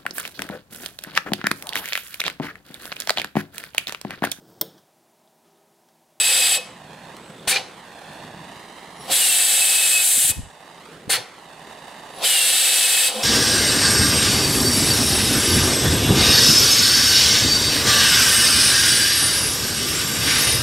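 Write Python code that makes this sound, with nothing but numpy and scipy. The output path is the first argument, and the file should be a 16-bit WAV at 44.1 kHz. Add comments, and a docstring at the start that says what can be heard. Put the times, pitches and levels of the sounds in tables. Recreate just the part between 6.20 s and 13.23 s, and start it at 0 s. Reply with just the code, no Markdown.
"""In a workshop, a gas torch burns beside a fuel jar that has a hole in its lid and stands in a plastic tub.
Twice the flame reaches the hole, and the burning vapour whooshes out. A blow gun flushes the jar
with three hissing blasts. The gas inside rings; after each burn its tones sink as cool air
replaces the hot gas. Stray air thumps on the microphone. Loud hiss turns the whole sound down
for a moment, and then the torch swells back."""
import sys
import numpy as np
from scipy import signal
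from scipy.fft import rfft, irfft, next_fast_len
from scipy.io import wavfile
from scipy.ndimage import uniform_filter1d, map_coordinates

SR = 44100
rng = np.random.default_rng(int(sys.argv[2]) if len(sys.argv) > 2 else 0)


def bounce(signal):
    """Save signal as a 16-bit WAV file at the path given by the first command-line argument."""
    frames = np.transpose(np.atleast_2d(signal))
    limited = np.clip(frames, -1, 1)
    pcm = np.round(limited * 32767).astype(np.int16)
    wavfile.write(sys.argv[1], SR, pcm)


N = 310023
TIME, HZ = np.arange(N) / SR, np.fft.rfftfreq(N, 1 / SR)
SLOW_HOLLOW_DB = 20  # the hollow tone of the tub stands out up to this much more in slow flow


def amp(db):
    """Turns decibels into a gain."""
    return 10 ** (np.asarray(db) / 20)


def unit_rms(x):
    """Scales a signal to an average (rms) size of 1."""
    return x / np.sqrt(np.mean(x ** 2) + 1e-20)


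def ramp(start_s, length_s):
    """Rises from 0 to 1 and stays there."""
    return np.clip((TIME - start_s) / length_s, 0, 1)


def swell(centre_s, half_s):
    """Rises and falls in a bell shape."""
    return np.exp(-.5 * ((TIME - centre_s) / half_s) ** 2)


def swells_db(rows):
    """Adds bell-shaped swells into one level curve."""
    return sum(db * swell(s, half) for s, db, half in rows)


def peaks_db(peaks, hz):
    """Adds rounded peaks and notches into one spectrum."""
    return sum(db / (1 + (2 * (hz - centre) / width) ** 2) for centre, width, db in peaks)


def spectrum(points, hz=HZ):
    """Joins a table's points along a log-frequency axis."""
    point_hz, value = np.transpose(points)
    return np.interp(np.log(hz + 1), np.log(point_hz + 1), value)


def below(edge_hz, order=8):
    """Gains that keep the frequencies below an edge."""
    return 1 / np.sqrt(1 + (HZ / edge_hz) ** (2 * order))


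def white(size=len(HZ)):
    """A random flat spectrum."""
    real, imaginary = rng.standard_normal((2, size))
    return real + 1j * imaginary


def noise(gain):
    """Noise with the given spectrum."""
    return unit_rms(irfft(white() * gain, N))


def stereo_noise(gain, balance, spread):
    """Noise that leans left or right, with a scattered part for width."""
    mid, scattered = white() * gain, white() * gain
    lean = amp(spectrum(balance))
    side = mid * (lean - 1) / (lean + 1) + scattered * amp(spectrum(spread))
    pair = irfft(np.array([mid + side, mid - side]), N)
    return pair / pair.mean(0).std()


def flutter(rate_hz, step=16):
    """Random wavering, up to about the given rate."""
    coarse = TIME[::step]
    hz = np.fft.rfftfreq(next_fast_len(len(coarse)), step / SR)
    waver = irfft(white(len(hz)) / (1 + (hz / rate_hz) ** 2))
    return unit_rms(np.interp(TIME, coarse, waver[:len(coarse)]))


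def whistle(hz, half_width_hz):
    """Swirling air rings a narrow resonance: a breathy note that can glide."""
    phase = 2 * np.pi * np.cumsum(hz * np.ones(N)) / SR
    return unit_rms(flutter(half_width_hz) * np.cos(phase) + flutter(half_width_hz) * np.sin(phase))


def workshop_echo(x, spread=0.24):
    """The room adds a tail that dies faster in the treble."""
    # how long the room rings: f/Hz, time to fade by 60 dB/s
    fade_times = [(150, 0.57), (1000, 0.89), (4000, 0.36), (8000, 0.47), (14000, 0.18)]
    # tone of the tail: f/Hz, level/dB
    colour = [(150, 4), (2500, 0.5), (5500, 4), (8300, -5.5), (11000, 1), (15000, 4)]
    mid, side = rng.standard_normal((2, SR))
    hz, t, frames = signal.stft(np.array([mid + spread * side, mid - spread * side]), SR, nperseg=256)
    tail_db = spectrum(colour, hz)[:, None] - 60 * t / spectrum(fade_times, hz)[:, None]
    tail = signal.istft(frames * amp(tail_db) * (t > .005), SR, nperseg=256)[1]
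    return signal.fftconvolve(x, tail / np.linalg.norm(tail[0]), axes=1)[:, :N]


def add_reflections(x):
    """The tub walls and the bench send back faint, late copies."""
    # nearby reflections: delay/ms, gain
    bounces = [(2.57, 0.028), (2.74, 0.11), (3.82, 0.086), (5.3, -0.025), (7.1, 0.027), (9.6, 0.045)]
    paths = 1 + sum(gain * np.exp(-2j * np.pi * HZ * ms / 1000) for ms, gain in bounces)
    return irfft(rfft(x) * paths, N)


def torch(level_db=-39.5, rumble_db=-3, hiss_db=0.5, rough_db=1.52, waver_db=0.83, echo_gain=0.48):
    """A steady flame rumbles, roars and hisses; its moving echo sweeps notches through the sound."""
    # tone of the flame: f/Hz, level/dB
    colour = [(25, -33), (60, -19), (100, -18), (160, -4.5), (260, -7.5), (450, -1), (750, -5.5),
              (1300, -10), (1850, -11), (2300, -15), (3800, -16), (5500, -25.5), (9000, -25), (15500, -41)]
    # where the flame leans: f/Hz, left minus right/dB
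    balance = [(60, 1), (250, -1), (550, -1), (900, -8.5), (1650, -2), (5000, -6.5), (8500, 0), (15000, -1)]
    # its scattered sound: f/Hz, level/dB
    spread = [(100, -51), (300, -18.5), (1000, -12.5), (2500, -10), (5500, -4.5), (9000, -10.5),
              (14000, -15)]
    # swells of rumble: t/s, boost/dB, half length/s
    rumbles = [(.8, 8, 0.61), (1.25, 10, 0.13), (2.14, 12, 0.16), (2.88, 8.5, 0.15), (4.807, 11.5, 0.085)]
    # echo off the tub as the hand twice reaches for the jar and draws back: t/s, delay/ms
    echo_delays = [(.5, 0.96), (.71, 1.2), (.92, 1.11), (1.2, 0.34), (1.5, 0.79), (1.67, 1.12), (1.81, 1.2),
                   (2.0, 1.13), (2.28, 1.08), (2.42, 1.02), (2.75, 0.99), (4.42, 1.08), (4.6, 1.03),
                   (4.85, 0.39), (5.02, 0.75), (5.21, 1), (5.33, 1.13), (5.47, 1.06), (5.9, 1.07)]
    gust_db = swells_db(rumbles)
    delay_ms = np.interp(TIME, *np.transpose(echo_delays))
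    away = np.minimum(delay_ms, 1)  # 1 when drawn back, less near the jar
    source = rfft(stereo_noise(amp(spectrum(colour)), balance, spread))
    deep, low, high = below(55, order=3), below(220, order=4), below(4550, order=3)
    bands = [(low - deep, rumble_db + gust_db),
             (deep + high - low, 0.13 * gust_db),  # the roar
             (1 - high, hiss_db + 5 * (1 - away))]
    flame = sum(amp(db) * irfft(source * band, N) for band, db in bands)
    flame *= amp(rough_db * flutter(140) + waver_db * flutter(3.2))
    dulled = irfft(rfft(flame) * below(11000, order=2), N)
    earlier = np.arange(N) - delay_ms * SR / 1000
    echo = np.array([map_coordinates(channel, [earlier], order=3) for channel in dulled])
    flame = unit_rms(flame + echo_gain * away ** 2 * echo)  # near the jar the direct sound wins
    return flame * amp(level_db - 6 * (1 - away))  # down in the tub the flame is softer


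def rim_notes():
    """The rim sings faintly as the flame comes near."""
    # breezy notes: t/s, level/dB, half length/s, f/Hz, width/Hz
    notes = [(1.087, -56, .09, 7900, 600), (1.207, -52, 0.056, 3550, 400)]
    return sum(amp(db) * swell(s, half) * whistle(hz, width / 2) for s, db, half, hz, width in notes)


def microphone_thumps(spread=0.72):
    """Stray air thumps on the microphone, a little differently on each side."""
    # puffs of air: t/s, level/dB, half length/s, top f/Hz
    puffs = [(3.978, -28.5, 0.0079, 293), (4.053, -33.5, 0.014, 160), (4.099, -25, 0.0062, 300),
             (4.112, -26, 0.012, 150), (4.169, -29.5, 0.01, 170), (4.195, -19, 0.011, 124),
             (4.233, -26.5, 0.0037, 130), (4.269, -37, 0.019, 140), (4.779, -55, 0.013, 179),
             (4.882, -30.5, 0.0058, 250)]
    thumps = np.zeros((2, N))
    mid, side = noise(1 - below(32, order=2)), noise(1 - below(32, order=2))
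    air = np.array([mid + spread * side, mid - spread * side])
    for s, db, half, top_hz in puffs:
        span = abs(TIME - s) < .1
        shape = swell(s, half)[span]
        low_pass = signal.butter(3, top_hz, fs=SR, output="sos")
        puff = shape * signal.sosfilt(low_pass, air[:, span])
        thumps[:, span] += amp(db) * unit_rms(puff) * np.sqrt(np.mean(shape ** 2))
    return thumps


def handling(fade_s=0.021):
    """The tools tick in the hand, and the valve squeaks as it cracks open."""
    # tool ticks: t/s, level/dB
    ticks = [(0.967, -36), (1.935, -44)]
    # valve squeaks: t/s, level/dB, half length/s, f/Hz
    squeaks = [(2.838, -49, 0.049, 10250), (2.823, -51.5, 0.035, 5550), (5.976, -48, .03, 10100)]
    tick_shape = sum((TIME > s) * amp(db - 60 * abs(TIME - s) / fade_s) for s, db in ticks)
    ticking = tick_shape * noise(below(9000, order=2))
    return ticking + sum(amp(db) * swell(s, half) * whistle(hz, 130) for s, db, half, hz in squeaks)


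def slowness(flow_db):
    """0 at full flow, near 1 at a trickle."""
    return np.tanh(-flow_db / 12.5)


def lid_rush(levels, colour_db, low_hz, high_hz):
    """Gas rushes at the lid, with a hollow tub tone below and hiss above, both relative to the rush."""
    # where the lid's sound leans: f/Hz, left minus right/dB
    balance = [(500, 1), (1050, -4), (1400, 0), (2700, 0), (3200, -3), (3700, 1), (4500, 0), (5050, -7),
               (5700, 9), (6700, 4), (7500, 4), (8000, 0), (9200, 4), (10300, 0)]
    # its scattered sound: f/Hz, level/dB
    spread = [(100, -20), (500, -9.5), (1050, -5.5), (1700, -28), (2500, -25), (3200, -7.5), (4300, -32),
              (5300, 5), (6300, -13), (7200, -3.5), (8400, -15), (9900, -5.5), (11200, -58)]
    rush_db, hiss_db, hollow_db = levels
    low, high = below(low_hz), below(high_hz)
    bands = [(low, hollow_db), (high * np.sqrt(1 - low ** 2), 0), (np.sqrt(1 - high ** 2), hiss_db)]
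    return sum(amp(rush_db + db) * stereo_noise(amp(colour_db) * band, balance, spread)
               for band, db in bands)


def vapour_flares(attack_s=0.01, fade_db_per_s=430, rough_db=1.0):
    """The vapour lights, surges into a hiss and roars raggedly out of the hole."""
    # burns: lights/s, dies/s, rush/dB, hiss surge/dB, surge delay/s, surge half length/s
    burns = [(1.272, 1.371, -20.5, 21, 0.03, 0.028), (4.892, 4.962, -19.5, 20, 0.033, 0.038)]
    # tone of the burning vapour: f/Hz, level/dB
    colour = [(59, -44), (100, -3), (300, -10.5), (497, 3), (627, -4), (791, 2.5), (1310, -16.5),
              (2320, -13.5), (2690, -15.5), (4370, -12), (5170, -24.5), (5630, -20), (6810, -15.5),
              (8950, -7), (15500, -25.5)]
    # pops and chuffs in the burn: t/s, boost/dB, half length/s
    chuffs = [(1.278, 6.5, 0.0042), (1.32, 4.5, 0.0054), (1.364, 3, 0.0057), (4.903, 1, 0.0025),
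              (4.941, 4.5, 0.013)]
    current = np.searchsorted([burn[0] for burn in burns[1:]], TIME)
    lights, dies, rush_db, surge_db, delay, half = np.array(burns)[current].T
    flow_db = 20 * np.log10(ramp(lights, attack_s) + 1e-6) - fade_db_per_s * np.clip(TIME - dies, 0, 1)
    chuff_db = swells_db(chuffs)
    hiss_db = -17 + surge_db * swell(lights + delay, half) - chuff_db  # chuffs do not lift the hiss
    hollow_db = -15 + SLOW_HOLLOW_DB * slowness(flow_db)
    levels = (rush_db + flow_db + chuff_db, hiss_db, hollow_db)
    return lid_rush(levels, spectrum(colour), low_hz=1354, high_hz=5870) * amp(rough_db * flutter(540))


def flare_rings():
    """The jar rings briefly as the first burst of flame dies."""
    # fuzzy notes: t/s, level/dB, half length/s, f/Hz
    notes = [(1.331, -16, 0.006, 2380), (1.366, -18, 0.0074, 2410), (1.367, -28.5, 0.02, 793)]
    return sum(amp(db) * swell(s, half) * whistle(hz, 64) for s, db, half, hz in notes)


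def gun_controls(open_s=0.018, leak_s=.12, leak_db=-26.5, left_on=0.28, cold_hz=2555, glass_share=.1):
    """Valve and nozzle set the jet's levels; the cooling gas sets the jar's pitch."""
    # blasts: opens/s, shuts/s, shutting time/s, rush/dB, relative hiss/dB,
    # pitch added by hot gas/Hz, cooling time/s
    blasts = [(-.1, 0.35, 0.044, -14.5, 0, -1, 0.3), (2.898, 4.108, 0.021, -16.5, 5, 1160, .084),
              (6.022, 6.868, 0.044, -15.5, 1.5, 710, .128)]
    current = np.searchsorted([blast[0] - leak_s for blast in blasts[1:]], TIME)
    opens, shuts, shutting, full_db, bright_db, hot_hz, cooling = np.array(blasts)[current].T
    leak = amp(leak_db)  # the valve leaks a little before it opens
    opening = (1 + np.tanh((TIME - opens) / open_s - 1)) / 2
    flow = leak * ramp(opens - leak_s, leak_s) + (1 - leak) * opening
    still_open = left_on * (current == len(blasts) - 1)  # some air runs on after the last blast
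    flow *= 1 - (1 - still_open) * ramp(shuts, shutting)
    flow_db = 20 * np.log10(flow + 1e-6)
    slow = slowness(flow_db)
    # Late in the second blast the nozzle dips close to the lid: thinner and brighter.
    dip = ramp(3.82, 0.037) - ramp(4.1, 0.037)
    settling_db = -3 * np.exp(-abs(TIME - opens) / 0.063)  # treble builds as the jet settles
    rush_db = full_db + flow_db - 2.5 * dip
    hiss_db = bright_db + settling_db - 8 * slow + 6 * dip
    hollow_db = -17.5 + SLOW_HOLLOW_DB * slow
    age = np.maximum(TIME - opens, 0) / cooling
    heat = (1 - glass_share) * np.exp(-age) + glass_share * np.exp(-age / 4.7)  # glass cools slowly
    pitch = cold_hz + hot_hz * heat - 45.26 * dip
    return (rush_db, hiss_db, hollow_db), pitch, dip


def jet_colour_db():
    """The spectrum of the air jet, shaped by the lid and tub."""
    # tone of the jet: f/Hz, level/dB
    colour = [(60, -41), (200, -21), (400, -17.5), (1100, -15.5), (2200, -6), (3300, -0.5), (5400, -10.5),
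              (6800, -5.5), (8200, 2.1), (11500, -3), (15600, -12.5)]
    # peaks and notches of the lid and tub: f/Hz, width/Hz, level/dB
    tub_peaks = [(539, 48, 7.5), (728, 310, 11.5), (1480, 140, 0.5), (1750, 170, 3.5), (3650, 53, 4.5),
                 (3970, 200, 5.5), (4770, 540, 5.5), (5310, 240, -6), (5730, 280, 5), (6120, 170, -5.5),
                 (6470, 110, -4), (7930, 2000, 5), (8830, 370, -3.5), (9550, 480, 4.5), (9930, 370, -7),
                 (10250, 450, 4), (13570, 330, -2)]
    return spectrum(colour) + peaks_db(tub_peaks, HZ)


def edge_tones(rush_db, until_s=0.94):
    """In the first blast the close jet splits on the lid and whistles thinly."""
    # whistles: f/Hz, width/Hz, level relative to the rush/dB
    tones = [(4840, 29, -15.5), (7870, 85, -2), (10640, 120, -10)]
    return (TIME < until_s) * sum(amp(rush_db + db) * whistle(hz, width / 2) for hz, width, db in tones)


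def bottle_note(level_db=-27, hz=218):
    """Air skimming the hole blows one brief, low note."""
    return amp(level_db) * swell(6.982, 0.02) * np.sin(2 * np.pi * hz * TIME)


def jar_notches(hiss, pitch):
    """The jar swallows the hiss just below its tones, cutting notches that slide with its pitch."""
    # notches: f/pitch, width/pitch, level/dB
    notches = [(.955, .05, -3), (2.88, .14, -3), (3.11, .05, -3), (3.47, .1, -1), (4.0, .13, -2)]
    hz, t, frames = signal.stft(hiss, SR, nperseg=1024)
    cut_db = peaks_db(notches, hz[:, None] / np.interp(t, TIME, pitch))
    return signal.istft(frames * amp(cut_db), SR, nperseg=1024)[1][:, :N]


def jar_tones(levels, pitch, dip, lowest_db=-15, upper_db=-5, fade_db_per_s=242):
    """The jet rings the gas in the jar; all its tones sink together as the gas cools."""
    # resonances of the jar: f/pitch, width/Hz, level/dB, share of the hiss level that drives each
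    modes = [(1, 38.5, 1.5, 0.27), (2.98, 100, -2, 0.87), (3.19, 150, -3, 0.99), (3.58, 200, -4, 0.53),
             (3.85, 120, -6.5, .6), (4.15, 170, -4, 0.6), (4.56, 140, -8.5, .6)]
    # pitches where the lowest tone rings best: f/Hz, width/Hz, boost/dB
    sweet_spots = [(2547, 86, 8.5), (2870, 230, 6.5)]
    # the jet catches the hole and the lowest tone sings out: t/s, boost/dB, half length/s
    catches = [(2.99, 7, 0.032), (3.43, 7.5, 0.019), (3.58, 2.5, .06), (3.77, 6, .035), (4.12, 6.5, 0.037),
               (6.15, 5.5, 0.09)]
    rush_db, hiss_db, _ = levels
    breathy, *higher = [amp(db + share * np.minimum(hiss_db, 6)) * whistle(pitch * ratio, width / 2)
                        for ratio, width, db, share in modes]
    pure = np.sqrt(2) * np.sin(2 * np.pi * np.cumsum(pitch + 9 * flutter(44)) / SR)
    lowest = 0.43 * pure + 0.85 * breathy  # it half locks into a pure tone
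    lowest *= amp(lowest_db + peaks_db(sweet_spots, pitch) + swells_db(catches))
    drive_db = jet_colour_db()  # a higher tone swells as it slides through a peak of the jet
    upper = irfft(rfft(sum(higher)) * amp(upper_db + .5 * (drive_db - drive_db.max())), N)
    blown_db = rush_db - 7.5 * dip  # the jar rings less with the nozzle close
    fall_db = fade_db_per_s * TIME
    ring_on_db = np.maximum.accumulate(blown_db + fall_db) - fall_db  # lingers when the air stops
    return amp(ring_on_db) * lowest + amp(blown_db) * upper


def blow_gun(levels, flutter_db=.5, hoot_hz=515, hoot_lag_s=0.019, hoot_growth=2.8):
    """The air jet breaks on the lid and hisses; the tub hoots when the flow is slow."""
    hiss = lid_rush(levels, jet_colour_db(), low_hz=1264, high_hz=5950) * amp(flutter_db * flutter(70))
    rush_db, _, hollow_db = levels
    tub_db = np.interp(TIME - hoot_lag_s, TIME, rush_db + hollow_db)  # the hoot takes a moment to build
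    hoot_db = 0.5 + tub_db.max() + hoot_growth * (tub_db - tub_db.max())
    return hiss + amp(hoot_db) * whistle(hoot_hz, 21.5)


def scene(gun_echo_db=-13, jar_echo_db=-20, flare_echo_db=-14):
    """Mixes all the sources with the echo of the workshop."""
    levels, pitch, dip = gun_controls()
    air = add_reflections(jar_notches(blow_gun(levels), pitch) + handling())
    ringing = jar_tones(levels, pitch, dip) + bottle_note() + edge_tones(levels[0])
    fire = add_reflections(vapour_flares())
    tail = workshop_echo(amp(gun_echo_db) * air + amp(jar_echo_db) * ringing + amp(flare_echo_db) * fire)
    return air + ringing + fire + flare_rings() + tail + torch() + rim_notes() + microphone_thumps()


def record(dry, threshold_db=-17.0, squeeze=0.8, attack_s=0.00067, recover_s=0.57, top_hz=15800):
    """Automatic volume drops fast under loud sound and recovers slowly; the highest treble is cut."""
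    power_db = 10 * np.log10(abs(uniform_filter1d((dry ** 2).mean(0), size=300)) + 1e-12)
    wanted_cut_db = squeeze * np.maximum(power_db - threshold_db, 0)
    recovery = np.exp(-TIME / recover_s)
    held_db = np.maximum.accumulate(wanted_cut_db / recovery) * recovery
    smoothing = np.exp(-1 / (attack_s * SR))
    cut_db = held_db[0] + signal.lfilter([1 - smoothing], [1, -smoothing], held_db - held_db[0])
    low_pass = signal.firwin(511, top_hz, window=("kaiser", 9), fs=SR)
    return signal.oaconvolve(dry * amp(-cut_db), low_pass[None], "same")


dry = scene()
out = record(dry)
bounce(out)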